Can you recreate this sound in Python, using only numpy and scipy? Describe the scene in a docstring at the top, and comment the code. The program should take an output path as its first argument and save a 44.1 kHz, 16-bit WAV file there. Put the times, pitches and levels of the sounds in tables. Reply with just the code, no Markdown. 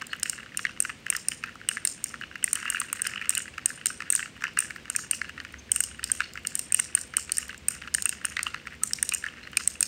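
"""A quiet bedroom, where fingers roll a ball of plastic keycaps close to a phone.
Each switch snaps: a sharp blow makes its click leaf ring short and bright and shakes shell and cap.
Loose caps knock, bounce and rattle as ringing hollow bodies; now and then a stem squeaks, a rough tone.
The room answers with a short tail of fading noise, over a low ventilation rumble, hums and a thin whine."""
import sys
import numpy as np
from scipy import signal
from scipy.fft import rfft, irfft
from scipy.io import wavfile
from scipy.ndimage import uniform_filter1d

SR = 44100
rng = np.random.default_rng(int(sys.argv[2]) if len(sys.argv) > 2 else 0)


def linear_from_db(decibels):
    """Turn decibels (scalar or array-like) into linear amplitude factors; 0 gives 1."""
    return 10 ** (np.asarray(decibels, float) / 20)


def generate_wav(signal):
    """Clip the signal to [-1, 1] and save it as 16-bit WAV at the path in sys.argv[1]."""
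    frames = np.transpose(np.atleast_2d(signal))
    scaled = np.clip(frames, -1, 1) * 32767
    pcm = np.round(scaled).astype(np.int16)
    wavfile.write(sys.argv[1], SR, pcm)


N = 435266

# lower ringing tones of a hollow cap: f/Hz, width/Hz, relative level/dB
CAP_LOW_TONES = [(1375, 358, -3), (1748, 260, 1), (2100, 350, -8)]
# upper ringing tones of a cap: f/Hz, width/Hz, relative level/dB
CAP_HIGH_TONES = [(2568, 210, -3.5), (2876, 148, 0)]


def unit(x):
    """Scaled to rms 1."""
    return x / np.sqrt(np.mean(x ** 2) + 1e-20)


def curve(rows):
    """One value per sample from rows of t/s, value."""
    return np.interp(np.arange(N) / SR, *np.transpose(rows))


def noise(gain):
    """Noise of rms 1 with a gain over frequency."""
    hz = np.fft.rfftfreq(N, 1 / SR) + 1  # the 1 keeps logarithms finite
    return unit(irfft(rfft(rng.standard_normal(N)) * gain(hz), N))


def modes(table, hz, scatter_db, detune, count):
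    """Response of a body's ringing tones, a little different in level and pitch for each of count blows."""
    total = 0
    for k, (tone_hz, width_hz, db) in enumerate(table):
        draw = rng.standard_normal((count, 2))
        centre = tone_hz * (1 + detune * draw[:, :1])
        level = (-1) ** k * linear_from_db(db + scatter_db * draw[:, 1:])
        total = total + level * 1j * hz * width_hz / (centre ** 2 - hz ** 2 + 1j * hz * width_hz)
    return total


def contact(count, rise, fall, rough):
    """Spectra of short contact forces: a sharp blow amid micro-slips that swell and die (rise, fall in s)."""
    t = np.arange(1024) / SR
    swell = (1 - np.exp(-t / rise)) * np.exp(-t / fall)
    force = rough * swell * rng.standard_normal((count, len(t)))
    force[:, 12] += 1  # the sharp blow
    return rfft(force), np.fft.rfftfreq(len(t), 1 / SR)


def place(times, db, spectra):
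    """Puts every blow at its time with its peak level."""
    waves = irfft(spectra)
    waves = waves * (linear_from_db(db) / np.abs(waves).max(1))[:, None]
    at = np.round(times * SR).astype(int)[:, None] + np.arange(waves.shape[1])
    return np.bincount(at.ravel(), waves.ravel(), N + SR)[:N]


def blows(times, db, force, ring):
    """Two rows: the blows as heard up close, and their more even, all-round radiation into the room."""
    near = force * ring
    # each ring is drawn halfway towards the average of all
    even = np.sqrt(np.abs(ring) * np.sqrt(np.mean(np.abs(ring) ** 2, axis=0)))
    radiated = even * np.exp(1j * np.angle(near))
    return np.array([place(times, db, near), place(times, db, radiated)])


def switch_blows(s, db, shell_db):
    """The click leaf rings briefly and shakes the switch shell and the cap."""
    # click leaf tones: f/Hz, width/Hz, relative level/dB
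    leaf_tones = [(8672, 518, 8.5), (9270, 280, -5.5), (8050, 550, -11)]
    # switch shell tones: f/Hz, width/Hz, relative level/dB
    shell_tones = [(4070, 1100, -7.5), (5300, 380, 1), (7360, 620, 4), (7790, 410, 2.5)]
    # dry crack of the contact: f/Hz, width/Hz, relative level/dB
    crack_tones = [(10560, 930, -16.5), (13300, 5400, -19)]
    force, hz = contact(len(s), rise=0.00071, fall=0.0014, rough=0.29)
    leaf = modes(leaf_tones, hz, 1.5, 0.008, count=len(s))
    shell = linear_from_db(shell_db)[:, None] * modes(shell_tones, hz, 3, 0.045, count=len(s))
    # the crack grows less with force than the ring does, and goes with the shell
    crack_db = -0.6 * np.maximum(db, -28) + 0.23 * shell_db + 1.0
    crack = linear_from_db(crack_db)[:, None] * modes(crack_tones, hz, 2.2, 0.022, count=len(s))
    cap = linear_from_db(-4.5) * modes(CAP_LOW_TONES + CAP_HIGH_TONES, hz, 4.4, 0.064, count=len(s))
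    # small parts radiate little bass
    cap = cap * (1j * hz / (1100 + 1j * hz)) ** 4
    ring = (leaf + shell + crack) * (1j * hz / (2500 + 1j * hz)) ** 2
    return blows(s, db, force, ring + cap)


def snaps():
    """Switches passing their click point."""
    # switch snaps: t/s, peak level/dB, level of the shell relative to the click leaf/dB
    snap_rows = [(0.068, -26.5, 0.5), (0.1979, -25.5, 5.5), (0.231, -7, -2.5), (0.2965, -9, 1),
                 (0.5726, -8, -6.5), (0.803, -3.5, -28.5), (0.824, -11, -7), (1.1017, -1.5, -16),
                 (1.165, -12.5, 4.5), (1.2845, -6.5, -4.5), (1.6884, -5, -9.5), (1.8508, -6.5, -1.5),
                 (1.873, -11.5, 4.5), (2.041, -9, -4.5), (2.4416, -3.5, -16), (2.5307, -3, -7),
                 (2.5546, -10, -0.5), (2.701, -5, -38), (2.8007, -7.5, -33.5), (2.9286, -7.5, -20.5),
                 (3.019, -7.5, -10.5), (3.0696, -12, 1), (3.294, -2, -15), (3.305, -11, 2.5),
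                 (3.3508, -12.5, 4), (3.3777, -7, -19.5), (3.6585, -2, -17), (3.8583, -3, -5.5),
                 (3.8676, -11, -4.5), (4.1024, -2.5, -13), (4.1243, -5.5, -2), (4.1514, -5.5, -21.5),
                 (4.161, -12, 10.5), (4.5888, -4.5, -9), (4.604, -9, -7.5), (4.9, -10.5, 2),
                 (4.962, -5.5, -3), (5.111, -4, -26.5), (5.7174, -0.5, -24.5), (5.761, -7, -11),
                 (5.8044, -4.5, -23.5), (5.8376, -10, -1.5), (6.0407, -10.5, 2.5), (6.117, -4.5, -17.5),
                 (6.3352, -28, 8), (6.4706, -10.5, 1.5), (6.5536, -6, -12), (6.5925, -8, -2),
                 (6.7224, -7, -28), (6.7446, -3.5, -15.5), (6.798, -4.5, -11.5), (6.9505, -3, -46),
                 (7.1684, -3, -37), (7.3195, -6.5, -8), (7.37, -10.5, -2.5), (7.3824, -7.5, -14.5),
                 (7.5783, -31, 8.5), (7.684, -4, -14), (7.9414, -10, 5), (7.9476, -3, -30.5),
                 (8.0225, -12, 4), (8.056, -5, -25), (8.0922, -9, -6), (8.2523, -7.5, -7.5), (8.43, -13, 0),
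                 (8.8348, -4.5, -6.5), (8.9332, -7.5, 5), (9.0274, -3, -10), (9.091, -10, 3),
                 (9.1371, -10, -3), (9.1471, -8.5, -4.5), (9.5706, -5, -2.5), (9.6752, -3.5, -40),
                 (9.8065, -6, -23.5), (9.8277, -3.5, -3)]
    return switch_blows(*np.transpose(snap_rows))


def knock_rows():
    """Time, level, upper tones and pitch (0 = any cap) of every knock."""
    # keycap knocks: t/s, peak level/dB, level of the cap's upper tones relative to the lower/dB,
    # and for clear knocks the pitch of that cap, f/Hz
    knock_list = [(0.014, -26, -8), (0.02, -21.5, -10, 1500), (0.1315, -15.5, -6.5, 1710),
                  (0.257, -18.5, -4.5, 1850), (0.3307, -24.5, -8), (0.386, -30, -18),
                  (0.397, -34, -20, 1350), (0.4306, -31, -20), (0.461, -33, -6, 1550),
                  (0.5924, -19.5, -11, 1850), (0.6512, -9.5, -12, 1860), (0.85, -18.5, -14, 1650),
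                  (0.8941, -20, -6), (0.8994, -20.5, -4), (1.065, -18, -1.5, 1660),
                  (1.1253, -18.5, -11, 1600), (1.1497, -16, -5, 1730), (1.3177, -18.5, -1.5),
                  (1.4378, -16, -6, 1650), (1.474, -31, -15, 1500), (1.492, -32, -15),
                  (1.555, -32, -20, 1300), (1.6876, -16, 5), (1.713, -23.5, -13), (1.77, -16, -16, 1730),
                  (2.1407, -22, -17), (2.2123, -24.5, -16), (2.221, -27, -5), (2.236, -23, 0),
                  (2.3558, -21, -4.5), (2.428, -23, 0), (2.4777, -20, -9.5), (2.5562, -20.5, -2.5),
                  (2.572, -28, -9), (2.6, -26.5, -15), (2.628, -21, -9), (2.6546, -20.5, -12.5),
                  (2.6625, -23, 6), (2.6782, -20, -4.5), (2.693, -27, -5), (2.723, -22.5, -18),
                  (2.7464, -16.5, -4.5), (2.758, -21, 6.5), (2.769, -19, -7, 1690), (2.781, -26, -4),
                  (2.8153, -17, -12, 1520), (2.9567, -28, -18), (2.995, -25.5, -18.5), (3.052, -21.5, -8.5),
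                  (3.066, -17, -6, 1750), (3.096, -28, -3), (3.136, -21, -2), (3.159, -19, -4, 1850),
                  (3.1774, -19.5, 5), (3.194, -28, -3), (3.2137, -20, 1), (3.2228, -22, -2),
                  (3.246, -27, -4), (3.372, -16, 1.5, 1790), (3.4027, -23.5, -8.5), (3.456, -30, -15),
                  (3.479, -30, -10), (3.5805, -19.5, -30, 1750), (3.7032, -22.5, -24), (3.903, -23.5, -8.5),
                  (4.0039, -21, -11), (4.0214, -21.5, -12), (4.1329, -23, -8), (4.1931, -18, -10, 1550),
                  (4.2024, -23.5, -8), (4.2272, -19.5, -5.5), (4.258, -24.5, -17.5), (4.4217, -22, -26.5),
                  (4.4396, -11, -10, 1660), (4.452, -20, -31), (4.4678, -21.5, -1), (4.48, -28, -15, 1500),
                  (4.5726, -13, -8.5, 1700), (4.585, -24, -10), (4.6232, -24.5, -9), (4.646, -28, -10),
                  (4.706, -20, -14), (4.7613, -25.5, -29), (4.9, -22, -3), (4.951, -19, -8, 1720),
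                  (4.9889, -24.5, -14), (5.1321, -19.5, -1.5), (5.2156, -13, -19, 1830),
                  (5.2938, -24, -7.5), (5.3776, -27, -18), (5.401, -23, -7), (5.4492, -25, -23),
                  (5.5406, -28, -27), (5.7607, -19.5, 1.5), (5.9934, -25.5, -9), (6.03, -24.5, 1),
                  (6.0989, -24.5, -16), (6.2046, -10.5, -12, 1760), (6.355, -25.5, -21),
                  (6.3747, -21.5, -6), (6.45, -21.5, 3), (6.7455, -17, 13.5), (6.7926, -17.5, -7, 1600),
                  (6.975, -20.5, -13), (7.138, -22, -16), (7.1813, -24.5, -8.5), (7.2949, -22.5, -15),
                  (7.386, -24.5, -12), (7.428, -27.5, -11), (7.4934, -25, -23), (7.751, -30, -25),
                  (7.821, -27, -11), (7.8751, -22.5, -9), (7.983, -21, -8), (8.059, -18.5, 6),
                  (8.1262, -23.5, -7), (8.247, -16, -6, 1660), (8.3681, -13.5, -14, 1810),
                  (8.392, -14, -13, 1700), (8.4666, -14, -2, 1560), (8.544, -18, -20, 1640),
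                  (8.6706, -21.5, -19), (8.909, -26.5, -7), (8.9866, -24.5, -4.5), (9.1216, -17.5, 5.5),
                  (9.138, -19.5, 12.5), (9.24, -17.5, -18, 1710), (9.2635, -19, -15, 1760),
                  (9.285, -26.5, -4), (9.473, -29.5, -11.5), (9.531, -30, -5), (9.571, -14.5, 12),
                  (9.607, -27, -8), (9.7547, -31.5, 3)]
    return np.transpose([(*row, 0)[:4] for row in knock_list])


def cap_blows(s, db, high_db, pitch_hz):
    """A soft contact rings the hollow cap, whose air makes the ring swell; so small a body radiates no bass."""
    # faint broad tones of the cap's rim: f/Hz, width/Hz, relative level/dB
    rim_tones = [(4160, 1000, -27), (7800, 8300, -35)]
    force, hz = contact(len(s), rise=0.00094, fall=0.0014, rough=0.22)
    any_cap_hz = 1720 * (1 + 0.06 * rng.standard_normal(len(s)))  # usual pitch, spread from cap to cap
    pitch_hz = np.where(pitch_hz > 0, pitch_hz, any_cap_hz)
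    # the middle low tone lands on the pitch, the other low ones move along
    scaled = hz * CAP_LOW_TONES[1][0] / pitch_hz[:, None]
    ring = modes(CAP_LOW_TONES, scaled, 3, 0.02, count=len(s))
    ring = ring * modes([(1800, 3000, 0)], scaled, 0, 0, count=len(s))  # the air inside
    ring = ring + linear_from_db(high_db)[:, None] * modes(CAP_HIGH_TONES, hz, 3.35, 0.025, count=len(s))
    ring = ring + modes(rim_tones, hz, 4, 0.08, count=len(s))
    no_bass = (1j * hz / (1050 + 1j * hz)) ** 4
    soft = 1 / (1 + 1j * hz / 6000)
    return blows(s, db, force, ring * no_bass * soft)


def knocks():
    """Caps graze, hit their stops and each other: a light touch just before, two weaker bounces after."""
    s, db, high_db, pitch_hz = knock_rows()
    draw = rng.random((len(s), 3, 2))
    apart = -0.006 * np.log(draw[..., 0] + 0.01) + 0.0022  # s
    bounce_db = db[:, None] - 8 - 9 * draw[..., 1] - 400 * apart
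    at = np.maximum(s[:, None] + apart * [-0.5, 1, 2], 0)
    bounce_high_db = np.repeat(high_db, 3) * 0.74
    bounces = cap_blows(at.ravel(), bounce_db.ravel(), bounce_high_db, np.repeat(pitch_hz, 3))
    return cap_blows(s, db, high_db, pitch_hz) + bounces


def rattle():
    """Many faint cap contacts in loose clumps, denser and larger while the fingers are busy."""
    # how busily the fingers roll the ball (only the changes count): t/s, level/dB
    rolling = [(0.0, -52), (0.16, -51), (2.23, -53), (2.47, -50), (2.61, -43), (2.8, -48), (3.21, -42),
               (3.57, -53), (4.48, -51), (6.13, -52), (7.92, -52), (9.87, -53)]
    draw = rng.random((900, 4))
    busy_db = curve(rolling) - curve(rolling).mean()
    # busy moments get a larger share of the clumps, of six contacts each
    share = np.cumsum(linear_from_db(1.2 * busy_db))
    clump = np.repeat(np.interp(draw[::6, 0], share / share[-1], np.arange(N) / SR), 6)
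    s = np.clip(clump + 0.076 * draw[:, 3], 0, (N - 1) / SR)
    # many small contacts, few large ones
    db = -45 + 0.47 * busy_db[(s * SR).astype(int)] - 4.5 * np.log(draw[:, 1] + 0.026)
    return cap_blows(s, db, -14 + 16 * draw[:, 2], 0 * s)


def ticks():
    """Switch parts take up their play: at every knock, and faintly at any time."""
    s, db, *_ = knock_rows()
    draw = rng.random((len(s) + 120, 3))
    # about 23 dB under its knock, up to 10 dB either way
    db = db - 23 + 10 * 2 * (draw[:len(s), 1] - 0.5)
    db = np.append(db, -49.5 - 5.4 * np.log(draw[len(s):, 1] + 0.02))
    s = np.append(s, draw[len(s):, 0] * N / SR)
    return switch_blows(s, db, -3 + 12 * draw[:, 2])


def squeaks():
    """Plastic stems squeak as they slide: each a short tone, rough in level and pitch."""
    # squeaks: t/s, length/s, f/Hz, level before the stutter/dB
    squeak_rows = [(0.1, 0.027, 4300, -46), (5.584, 0.024, 6270, -50.5), (6.23, 0.016, 4390, -39),
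                   (8.816, 0.048, 1293, -45), (9.427, 0.026, 4220, -45)]
    out = np.zeros(N)
    for s, length, hz, db in squeak_rows:
        t = np.arange(round(length * SR)) / SR
        stutter = linear_from_db(60 * uniform_filter1d(rng.standard_normal(len(t)), size=150))
        slip = hz / 40000 * np.cumsum(rng.standard_normal(len(t)))  # wandering phase
        swell = np.sin(np.pi * t / length) ** 0.5
        tone = np.sin(2 * np.pi * hz * t + slip)
        out[round(s * SR):][:len(t)] = linear_from_db(db) * stutter * swell * tone
    return out


def room(x):
    """The tail builds up after the first walls answer; moving hands change it from moment to moment."""
    # room tail: f/Hz, time to fade by 60 dB/s, relative level/dB
    tail_rows = [(990, 0.14, -16.5), (2780, 0.16, -14.5), (5670, 0.29, -12.5), (9550, 0.31, -22.5),
                 (14000, 0.14, -14.5)]
    f, t60, db = np.transpose(tail_rows)
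    step, wet = 8192, np.zeros(N + SR)  # a new tail every step samples
    hz, t, z = signal.stft(rng.standard_normal((N // step + 1, SR // 2)), SR, nperseg=256)
    at = np.log(hz + 1)
    start_db = np.interp(at, np.log(f), db)[:, None]
    fade = linear_from_db(start_db - 60 * t / np.interp(at, np.log(f), t60)[:, None])
    # cupped hands colour every tail differently
    tint = unit(uniform_filter1d(rng.standard_normal(z.shape[:2]), size=5, axis=1))
    fade = fade * linear_from_db(2 * tint)[..., None]
    tails = signal.istft(z * fade, SR, nperseg=256)[1]
    age = np.arange(tails.shape[1]) / SR
    tails = tails * (1.3 - np.exp(-(age / 0.028) ** 3)) * linear_from_db(-24.0)
    # single walls and furniture make the tail lumpy
    tails = tails * linear_from_db(49 * uniform_filter1d(rng.standard_normal(tails.shape), size=120))
    for k, tail in enumerate(tails):
        part = signal.fftconvolve(x[k * step:][:step], tail)
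        wet[k * step:][:len(part)] += part
    return wet[:N]


def ventilation():
    """Rush of air: steady noise, strongest in the lows."""
    # colour of the rush: f/Hz, relative level/dB
    air_rows = [(15, -55), (25, -22), (59, 3), (217, 3), (863, -12.5), (1700, -8), (2220, -6), (2840, -7),
                (3620, -13), (8830, -22.5), (16000, -31.5)]
    f, db = np.transpose(air_rows)
    return linear_from_db(-51) * noise(lambda hz: linear_from_db(np.interp(np.log(hz), np.log(f), db)))


def hum():
    """Narrow bands of noise, heard as unsteady hum."""
    # hum: f/Hz, width/Hz, level/dB
    hum_rows = [(234, 45, -63)]
    return sum(linear_from_db(db) * noise(lambda hz: 1 / (1 + ((hz - c) / w * 2) ** 2)) for c, w, db in hum_rows)


def drone():
    """A low hum, a narrow band of noise near 73 Hz that swells for a while."""
    # swell of the drone: t/s, level/dB
    drone_rows = [(0, -88), (5.6, -60.5), (6.1, -51), (6.6, -65), (7.6, -57), (9.87, -61.5)]
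    return linear_from_db(curve(drone_rows)) * noise(lambda hz: 1 / (1 + ((hz - 73) / 6.4) ** 2))


def whine():
    """A distant motor's thin pure tone, drifting slightly up, then down."""
    # pitch of the whine: t/s, f/Hz
    whine_rows = [(0, 510), (2.2, 513.5), (9.87, 498)]
    return linear_from_db(-66.5) * np.sin(2 * np.pi * np.cumsum(curve(whine_rows)) / SR)


def scene():
    """Toy, room and room tone at one microphone."""
    near, radiated = snaps() + knocks() + rattle() + ticks() + squeaks()
    room_tone = ventilation() + hum() + drone() + whine()
    return (near + room(radiated) + room_tone)[None]


def top_cut(x):
    """Nothing passes above the cut-off."""
    return signal.sosfilt(signal.butter(12, 16960, fs=SR, output="sos"), x)


def record(dry):
    """The phone's microphone port dulls the top."""
    # microphone port: f/Hz, level/dB
    port_rows = [(9520, 0), (9700, -8), (15750, -3), (15900, -16.5), (16500, -35.5), (16900, -58.5)]
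    port = linear_from_db(np.interp(np.fft.rfftfreq(N, 1 / SR), *np.transpose(port_rows)))
    return top_cut(irfft(rfft(dry) * port, N))


dry = scene()
out = record(dry)
generate_wav(out)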